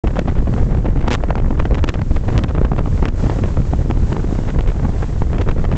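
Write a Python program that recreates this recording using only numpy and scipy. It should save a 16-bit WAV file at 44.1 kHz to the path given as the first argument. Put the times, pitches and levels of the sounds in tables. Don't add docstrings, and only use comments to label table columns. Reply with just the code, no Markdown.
import sys
import numpy as np
from scipy import signal
from scipy.fft import rfft, irfft, next_fast_len
from scipy.io import wavfile
from scipy.ndimage import uniform_filter1d, map_coordinates

SR = 44100
rng = np.random.default_rng(int(sys.argv[2]) if len(sys.argv) > 2 else 0)


def transcribe(u):
    v = np.clip(np.atleast_2d(u).T, -1, 1)
    q = np.round(v * 32767).astype(np.int16)
    wavfile.write(sys.argv[1], SR, q)


N = 254456
T = np.arange(N) / SR


def amp(db):
    return 10 ** (np.asarray(db) / 20)


def unit(x):
    return x / np.sqrt(np.mean(x ** 2) + 1e-20)


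def gain_at(points, hz):
    point_hz, db = np.transpose(points)
    return amp(np.interp(np.log(hz + 1), np.log(point_hz + 1), db))


def wobble(rate):
    knots = rng.standard_normal(4096)
    return map_coordinates(knots, [T * rate], mode="wrap")


def filtered(x, response):
    m = next_fast_len(N + SR // 2)
    hz = np.fft.rfftfreq(m, 1 / SR)
    return irfft(rfft(x, m) * response(hz), m)[:N]


def rush(spectrum):
    return unit(filtered(rng.standard_normal(N), lambda hz: gain_at(spectrum, hz)))


def even(x, seconds):
    size = max(int(seconds * SR), 2)
    power = uniform_filter1d(uniform_filter1d(x ** 2, size), size)
    return unit(x / np.sqrt(np.abs(power) + 1e-9))


def whitened(x, size=220):
    z = rfft(x)
    power = uniform_filter1d(np.abs(z) ** 2, size)
    return z / np.sqrt(np.abs(uniform_filter1d(power, size)) + 1e-12)


def lull(s, lull_s=0.011):
    middles = [0.124, 0.235, 0.344, 0.83, 1.17, 1.34, 1.924, 2.044, 2.088, 2.195, 2.229, 2.462, 2.521,
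               2.675, 3.121, 3.157, 3.665, 3.838, 3.941, 4.071, 4.41, 4.531, 5.061, 5.104, 5.195, 5.542]
    return sum(np.exp(-((s - middle) / lull_s) ** 2) for middle in middles)


def buffeting(rumble_db=-18.0, buffet_db=-21.5, lump_db=2.9, roll_db=0.66, surge_s=0.024, lull_db=-3.5):
    # frequency_hz, density_db
    rumble_spectrum = [(3, -25.5), (10, -12), (24, 3), (45, -1.5), (68, -3.5), (100, -27), (200, -54.5),
                       (500, -120)]
    buffet_spectrum = [(25, -42.5), (55, -15.5), (80, 2), (115, -2), (170, -7.5), (250, -15.5), (420, -25),
                       (1000, -47), (2500, -120)]
    # middle_s, rumble_rise_db, buffet_rise_db
    surge_rows = [(0.07, 6, -3.5), (0.28, -3, 9), (0.39, 8.5, 3), (0.539, -5, 8.5), (0.625, 8.5, 6.5),
                  (0.72, 3, 1), (0.79, 4, 6), (0.911, 5, 0), (0.97, 5, 3.5), (1.061, 4.5, -4),
                  (1.235, 2, -8.5), (1.447, 8.5, 4.5), (1.509, 5, -1), (1.61, 6, 1.5), (1.725, 5.5, 3),
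                  (1.83, 5.5, 1.5), (2.015, -11, 5.5), (2.11, 4, 1), (2.169, 8, -1.5), (2.27, -4.5, 4),
                  (2.32, -2.5, 3.5), (2.37, 4.5, 10.5), (2.58, 1, 3.5), (2.64, 7.5, -9), (2.93, 3, 7.5),
                  (3.026, 3.5, -3.5), (3.08, 5, -2), (3.251, 8.5, 5.5), (3.3, -8, 3), (3.431, 0, 8),
                  (3.59, -1, 7.5), (3.8, 5, 4.5), (3.915, -1, 7.5), (3.975, 4.5, 3.5), (4.034, 5, 4.5),
                  (4.13, -7, 6), (4.47, -2, -2), (4.59, 4.5, 4.5), (4.69, 9.5, 2.5), (4.721, -2.5, -8),
                  (4.83, -0.5, 5), (5.22, 6, 3), (5.269, 2, -6.5), (5.4, 2, 1.5), (5.5, 7.5, 0),
                  (5.586, 7, 0.5), (5.665, 8.5, -1.5), (5.742, -4, 7)]
    surges = sum(np.outer(rises, np.exp(-((T - s) / surge_s) ** 2)) for s, *rises in surge_rows)
    deep, buffet = surges + lull_db * lull(T)
    rumble = even(rush(rumble_spectrum), seconds=0.032) * amp(roll_db * wobble(21))
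    lumps = rush(buffet_spectrum) * amp(lump_db * wobble(55))
    thumps = even(lumps, seconds=0.044)
    return amp(deep + rumble_db) * rumble, amp(buffet + buffet_db) * thumps


def churning_db(s, lull_db=-5):
    # time_s, relative_level_db
    levels = [(0.05, -31.5), (0.41, -34), (1.04, -30.5), (1.45, -30), (1.92, -36), (2.1, -38.5),
              (2.38, -29.5), (2.68, -35.5), (3.4, -30.5), (3.95, -34.5), (4.5, -33.5), (4.8, -31),
              (5.2, -35), (5.37, -32.5), (5.77, -32)]
    return np.interp(s, *np.transpose(levels)) + lull_db * lull(s)


def churn(thumps, level_db=-1.66, follow=1.0, flutter_db=4.0, sputter_db=4.5, peak_db=11.5):
    # frequency_hz, density_db
    swirl = [(80, -20.5), (170, -14.5), (280, -0.5), (500, -3), (1000, -16), (2000, -22), (3200, -50.5),
             (6000, -66.5), (9000, -79.5)]
    force = np.abs(signal.hilbert(even(thumps, seconds=0.055)))
    flicker = amp(flutter_db * wobble(75) + sputter_db * wobble(260))
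    fits = unit((force + 0.049) ** follow * flicker)
    limited = np.tanh(fits / amp(peak_db))
    return amp(churning_db(T) + level_db) * unit(rush(swirl) * limited)


def sand(level_db=9.0, shimmer_db=0.84, grain_db=1.0):
    # time_s, relative_level_db
    drifts = [(0.05, -56), (0.42, -57.5), (0.58, -53.5), (0.8, -58.5), (2.03, -57.5), (2.15, -52),
              (2.21, -57), (2.33, -50.5), (2.48, -58.5), (2.82, -57.5), (2.94, -51.5), (3.03, -53),
              (3.12, -60.5), (3.2, -47.5), (3.4, -50), (3.59, -53), (3.7, -51.5), (3.93, -54.5),
              (4.1, -50.5), (4.2, -52.5), (4.34, -50), (4.44, -52.5), (4.68, -54), (4.98, -51),
              (5.27, -54.5), (5.77, -56.5)]
    # frequency_hz, density_db
    hiss = [(300, 1.5), (900, 10.5), (2000, 0.5), (3400, -2.5), (5000, -4.5), (7200, -3.5), (8000, -1),
            (9000, -10.5)]
    level = np.interp(T, *np.transpose(drifts))
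    grains = unit(rush(hiss) * amp(grain_db * wobble(700)))
    return amp(level + level_db + shimmer_db * wobble(30)) * grains


def faint_eddies(level_db=8.5, range_db=7, length=0.0036, corner_hz=1350, scatter=0.18, count=200):
    place, weakness = rng.random((count, 2)).T
    life, tone = np.exp(scatter * rng.standard_normal((count, 2))).T
    s = (np.arange(count) + place) / count * N / SR
    db = churning_db(s) + level_db - range_db * weakness
    return np.column_stack([s, db, length * life, corner_hz * tone])


def eddies(rows, level_db=3.0, low_hz=110, thinning=0.075, steepness=1.354, rise=0.89, fall=1.0,
           grit_db=6.0, push=1.0, push_width=.45, wake_db=-20, wake_s=0.01, core_hz=2200):
    # frequency_hz, gain_db
    port_gain = [(250, 5), (650, 0), (1300, -1), (3100, 2.5), (4200, 0), (8000, 4)]
    size = 4096
    t = (np.arange(size) - size // 2) / SR
    hz = np.fft.rfftfreq(size, 1 / SR) + 1
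    out = np.zeros(N + 2 * size)
    for s, db, length, corner_hz in rows:
        air, jolts = rng.standard_normal((2, size))
        u = 1j * hz / (low_hz + thinning * corner_hz)
        port = gain_at(port_gain, hz) * u * u / (1 + np.sqrt(2) * u + u * u)
        attack = (t / (length * rise)) ** 4 * 2
        release = (t / (length * fall)) ** 2 * 2
        swell = 2 ** -np.where(t < 0, attack, release)
        wake = amp(wake_db) * (t > 0) * np.exp(-np.abs(t) / wake_s)
        jolt = unit(uniform_filter1d(jolts, size=40))
        grit = amp(grit_db * np.minimum(jolt, 1.5))
        colour = hz ** -.5 * (1 + (hz / corner_hz) ** 2) ** -steepness
        body = whitened(air * (swell + wake) * grit)
        core = whitened(air * swell * grit)
        dull = 1 / (1 + (hz / core_hz) ** 4)
        burst = unit(irfft((dull * body + (1 - dull) * core) * colour * port))
        reach = np.abs(t) / (length * push_width)
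        cusp = unit(np.exp(-reach) - np.exp(-reach / 4) / 4)
        blow = unit(burst * np.sign(burst @ cusp) + push * cusp)
        gain = amp(db + level_db) * np.sqrt(length * SR / size)
        out[round(s * SR):][:size] += gain * blow
    return out[size // 2:][:N]


def knocks(level_db=0.0, cycles=1.14):
    # middle_s, level_db, pitch_hz
    blows = [(0.191, -9, 545), (1.238, -11, 606), (1.307, -11.5, 660), (1.355, -11.5, 910),
             (1.601, -10.5, 990), (1.711, -17.5, 527), (3.736, -11, 704)]
    out = np.zeros(N)
    for (s, db, hz), phase in zip(blows, rng.random(len(blows))):
        turns = (T - s) * hz
        swell = np.exp(-(turns / cycles) ** 2)
        out += amp(db + level_db) * swell * np.cos(2 * np.pi * (turns + phase))
    return out


def scene():
    # middle_s, relative_level_db, length_s, corner_hz
    hard_eddies = [(0.045, -12, 0.0057, 775), (0.074, -20, 0.003, 2180), (0.081, -21, 0.0036, 2080),
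                   (0.108, -28.5, 0.004, 2000), (0.158, -19, 0.0026, 1900), (0.168, -18, 0.006, 1500),
                   (0.183, -20.5, 0.004, 1810), (0.193, -16, 0.0028, 3770), (0.218, -19.5, 0.0083, 870),
                   (0.281, -18, 0.0093, 1630), (0.292, -18.5, 0.0047, 1800), (0.3005, -21.5, 0.0015, 2200),
                   (0.323, -16, 0.0028, 910), (0.368, -23.5, 0.0059, 1580), (0.386, -26.5, 0.0084, 1950),
                   (0.403, -19, 0.0046, 900), (0.425, -20, 0.005, 900), (0.475, -15.5, 0.0062, 860),
                   (0.494, -16.5, 0.0064, 520), (0.539, -19.5, 0.0036, 1880), (0.584, -21.5, 0.0098, 1350),
                   (0.63, -14.5, 0.0036, 1170), (0.667, -19, 0.0036, 780), (0.704, -22, 0.0032, 750),
                   (0.722, -24, 0.02, 1120), (0.749, -20.5, 0.0042, 1570), (0.846, -16, 0.0012, 900),
                   (0.862, -18, 0.011, 1330), (0.884, -13, 0.0063, 910), (0.96, -15, 0.0018, 950),
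                   (1.012, -23.5, 0.005, 2000), (1.045, -22.5, 0.0095, 1240), (1.0775, -14.5, 0.0019, 2100),
                   (1.0825, -10.5, 0.0018, 3220), (1.086, -19, 0.0014, 2000), (1.1058, -16, 0.0016, 4200),
                   (1.11, -23.5, 0.0023, 4200), (1.1145, -13, 0.0026, 3380), (1.118, -19.5, 0.002, 5500),
                   (1.122, -16.5, 0.0013, 3770), (1.126, -21.5, 0.0035, 4050), (1.131, -16.5, 0.0023, 6550),
                   (1.139, -17, 0.0014, 6400), (1.143, -19.5, 0.0026, 5000), (1.146, -16, 0.0004, 7000),
                   (1.151, -17.5, 0.0038, 3980), (1.156, -22.5, 0.0027, 3000),
                   (1.238, -13.5, 0.00079, 2070), (1.288, -29, 0.0018, 2200), (1.307, -13, 0.0025, 1570),
                   (1.3555, -13.5, 0.00088, 2880), (1.383, -19.5, 0.0076, 1570), (1.402, -19, 0.0041, 1370),
                   (1.482, -22, 0.0041, 860), (1.508, -11, 0.0034, 900), (1.595, -22, 0.0023, 2420),
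                   (1.601, -14.5, 0.0028, 2030), (1.627, -22.5, 0.004, 1680), (1.655, -16, 0.0054, 1710),
                   (1.662, -25, 0.0044, 1440), (1.711, -16, 0.0016, 1700), (1.724, -13, 0.0044, 795),
                   (1.75, -21.5, 0.0074, 3000), (1.772, -20.5, 0.0026, 1370), (1.786, -24.5, 0.01, 2360),
                   (1.8413, -8, 0.0012, 3000), (1.845, -18, 0.0011, 4000), (1.878, -21, 0.0054, 2630),
                   (1.891, -15, 0.0041, 4200), (1.902, -22, 0.0034, 1870), (1.944, -22, 0.0051, 3080),
                   (1.955, -15, 0.0033, 1054), (1.993, -20.5, 0.0061, 1370), (2.017, -19.5, 0.0031, 2380),
                   (2.114, -12, 0.0065, 960), (2.166, -21, 0.0068, 2150), (2.288, -17, 0.0104, 1470),
                   (2.302, -18.5, 0.0024, 1110), (2.329, -19.5, 0.0056, 1450), (2.355, -22.5, 0.02, 1460),
                   (2.379, -12.5, 0.00029, 6000), (2.387, -24.5, 0.0012, 4470), (2.3915, -19, 0.0021, 2740),
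                   (2.438, -16.5, 0.0016, 3830), (2.444, -13, 0.0025, 1910), (2.49, -31.5, 0.0096, 3130),
                   (2.51, -21, 0.0052, 1290), (2.554, -19, 0.0071, 1580), (2.565, -25, 0.0036, 1430),
                   (2.58, -16, 0.0066, 1100), (2.616, -9, 0.0034, 1010), (2.65, -13.5, 0.0039, 1500),
                   (2.718, -13, 0.0042, 744), (2.735, -20, 0.0042, 1220), (2.764, -24, 0.0032, 1520),
                   (2.787, -17.5, 0.01, 1660), (2.81, -15, 0.0043, 670), (2.86, -21, 0.0035, 1200),
                   (2.877, -16, 0.0039, 1010), (3.027, -8.5, 0.0031, 1250), (3.036, -24, 0.0098, 1680),
                   (3.055, -12, 0.0015, 3000), (3.062, -21, 0.0038, 2000), (3.084, -15.5, 0.0017, 2480),
                   (3.0875, -24, 0.001, 4970), (3.243, -17.5, 0.0076, 1100), (3.268, -21, 0.0086, 1300),
                   (3.298, -13, 0.0023, 1470), (3.369, -16, 0.0019, 850), (3.391, -16, 0.004, 1250),
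                   (3.439, -15.5, 0.0044, 1810), (3.459, -19.5, 0.0026, 1780), (3.573, -15.5, 0.005, 910),
                   (3.603, -9.5, 0.0032, 557), (3.736, -12.5, 0.0026, 1240), (3.86, -17, 0.0033, 740),
                   (3.902, -15.5, 0.003, 1430), (3.911, -15, 0.0033, 1890), (3.974, -19, 0.0046, 1310),
                   (4.124, -13, 0.0057, 1050), (4.129, -23, 0.0022, 2800), (4.1675, -16.5, 0.0032, 1410),
                   (4.245, -16, 0.0049, 900), (4.329, -13, 0.005, 684), (4.389, -12, 0.0024, 950),
                   (4.437, -20.5, 0.003, 1520), (4.473, -22, 0.0048, 800), (4.488, -21.5, 0.014, 1690),
                   (4.505, -25, 0.0039, 2680), (4.562, -16, 0.004, 650), (4.591, -14, 0.0051, 1530),
                   (4.609, -20, 0.00098, 3200), (4.682, -29, 0.012, 3100), (4.702, -28, 0.0064, 2180),
                   (4.763, -19, 0.0016, 910), (4.852, -14, 0.0066, 1010), (5.029, -19, 0.0071, 1250),
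                   (5.22, -12.5, 0.0041, 990), (5.332, -15, 0.00053, 1460), (5.347, -20.5, 0.0029, 1750),
                   (5.363, -22, 0.0116, 1250), (5.385, -20.5, 0.0028, 2500), (5.405, -19.5, 0.0082, 1170),
                   (5.417, -20, 0.009, 2680), (5.477, -13, 0.0021, 1010), (5.491, -15, 0.0087, 1800),
                   (5.514, -22, 0.0047, 2180), (5.565, -20, 0.0038, 650), (5.583, -17.5, 0.0024, 1240),
                   (5.596, -22.5, 0.0059, 1370), (5.643, -18.5, 0.0012, 2330), (5.653, -22.5, 0.0038, 2200),
                   (5.717, -16, 0.0024, 1800), (5.727, -22, 0.0036, 2200), (5.736, -24, 0.0064, 1900),
                   (5.763, -25.5, 0.0048, 2500)]
    rumble, thumps = buffeting()
    crackle = eddies(np.vstack([hard_eddies, faint_eddies()]))
    return (rumble + thumps + churn(thumps) + crackle + knocks() + sand())[None]


def record(dry):
    # frequency_hz, gain_db
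    treble = [(7300, 0), (7900, -7.5), (8300, -12.5), (8700, -15.5), (9000, -39.5)]
    top_hz = 8900
    start_s, opening_s = .036, .002
    ceiling, hardness = .71, 10
    x = dry[0] * np.clip((T - start_s) / opening_s, 0, 1)
    x = x / (1 + np.abs(x / ceiling) ** hardness) ** (1 / hardness)
    return filtered(x, lambda hz: gain_at(treble, hz) * (hz < top_hz))[None]


dry = scene()
out = record(dry)
transcribe(out)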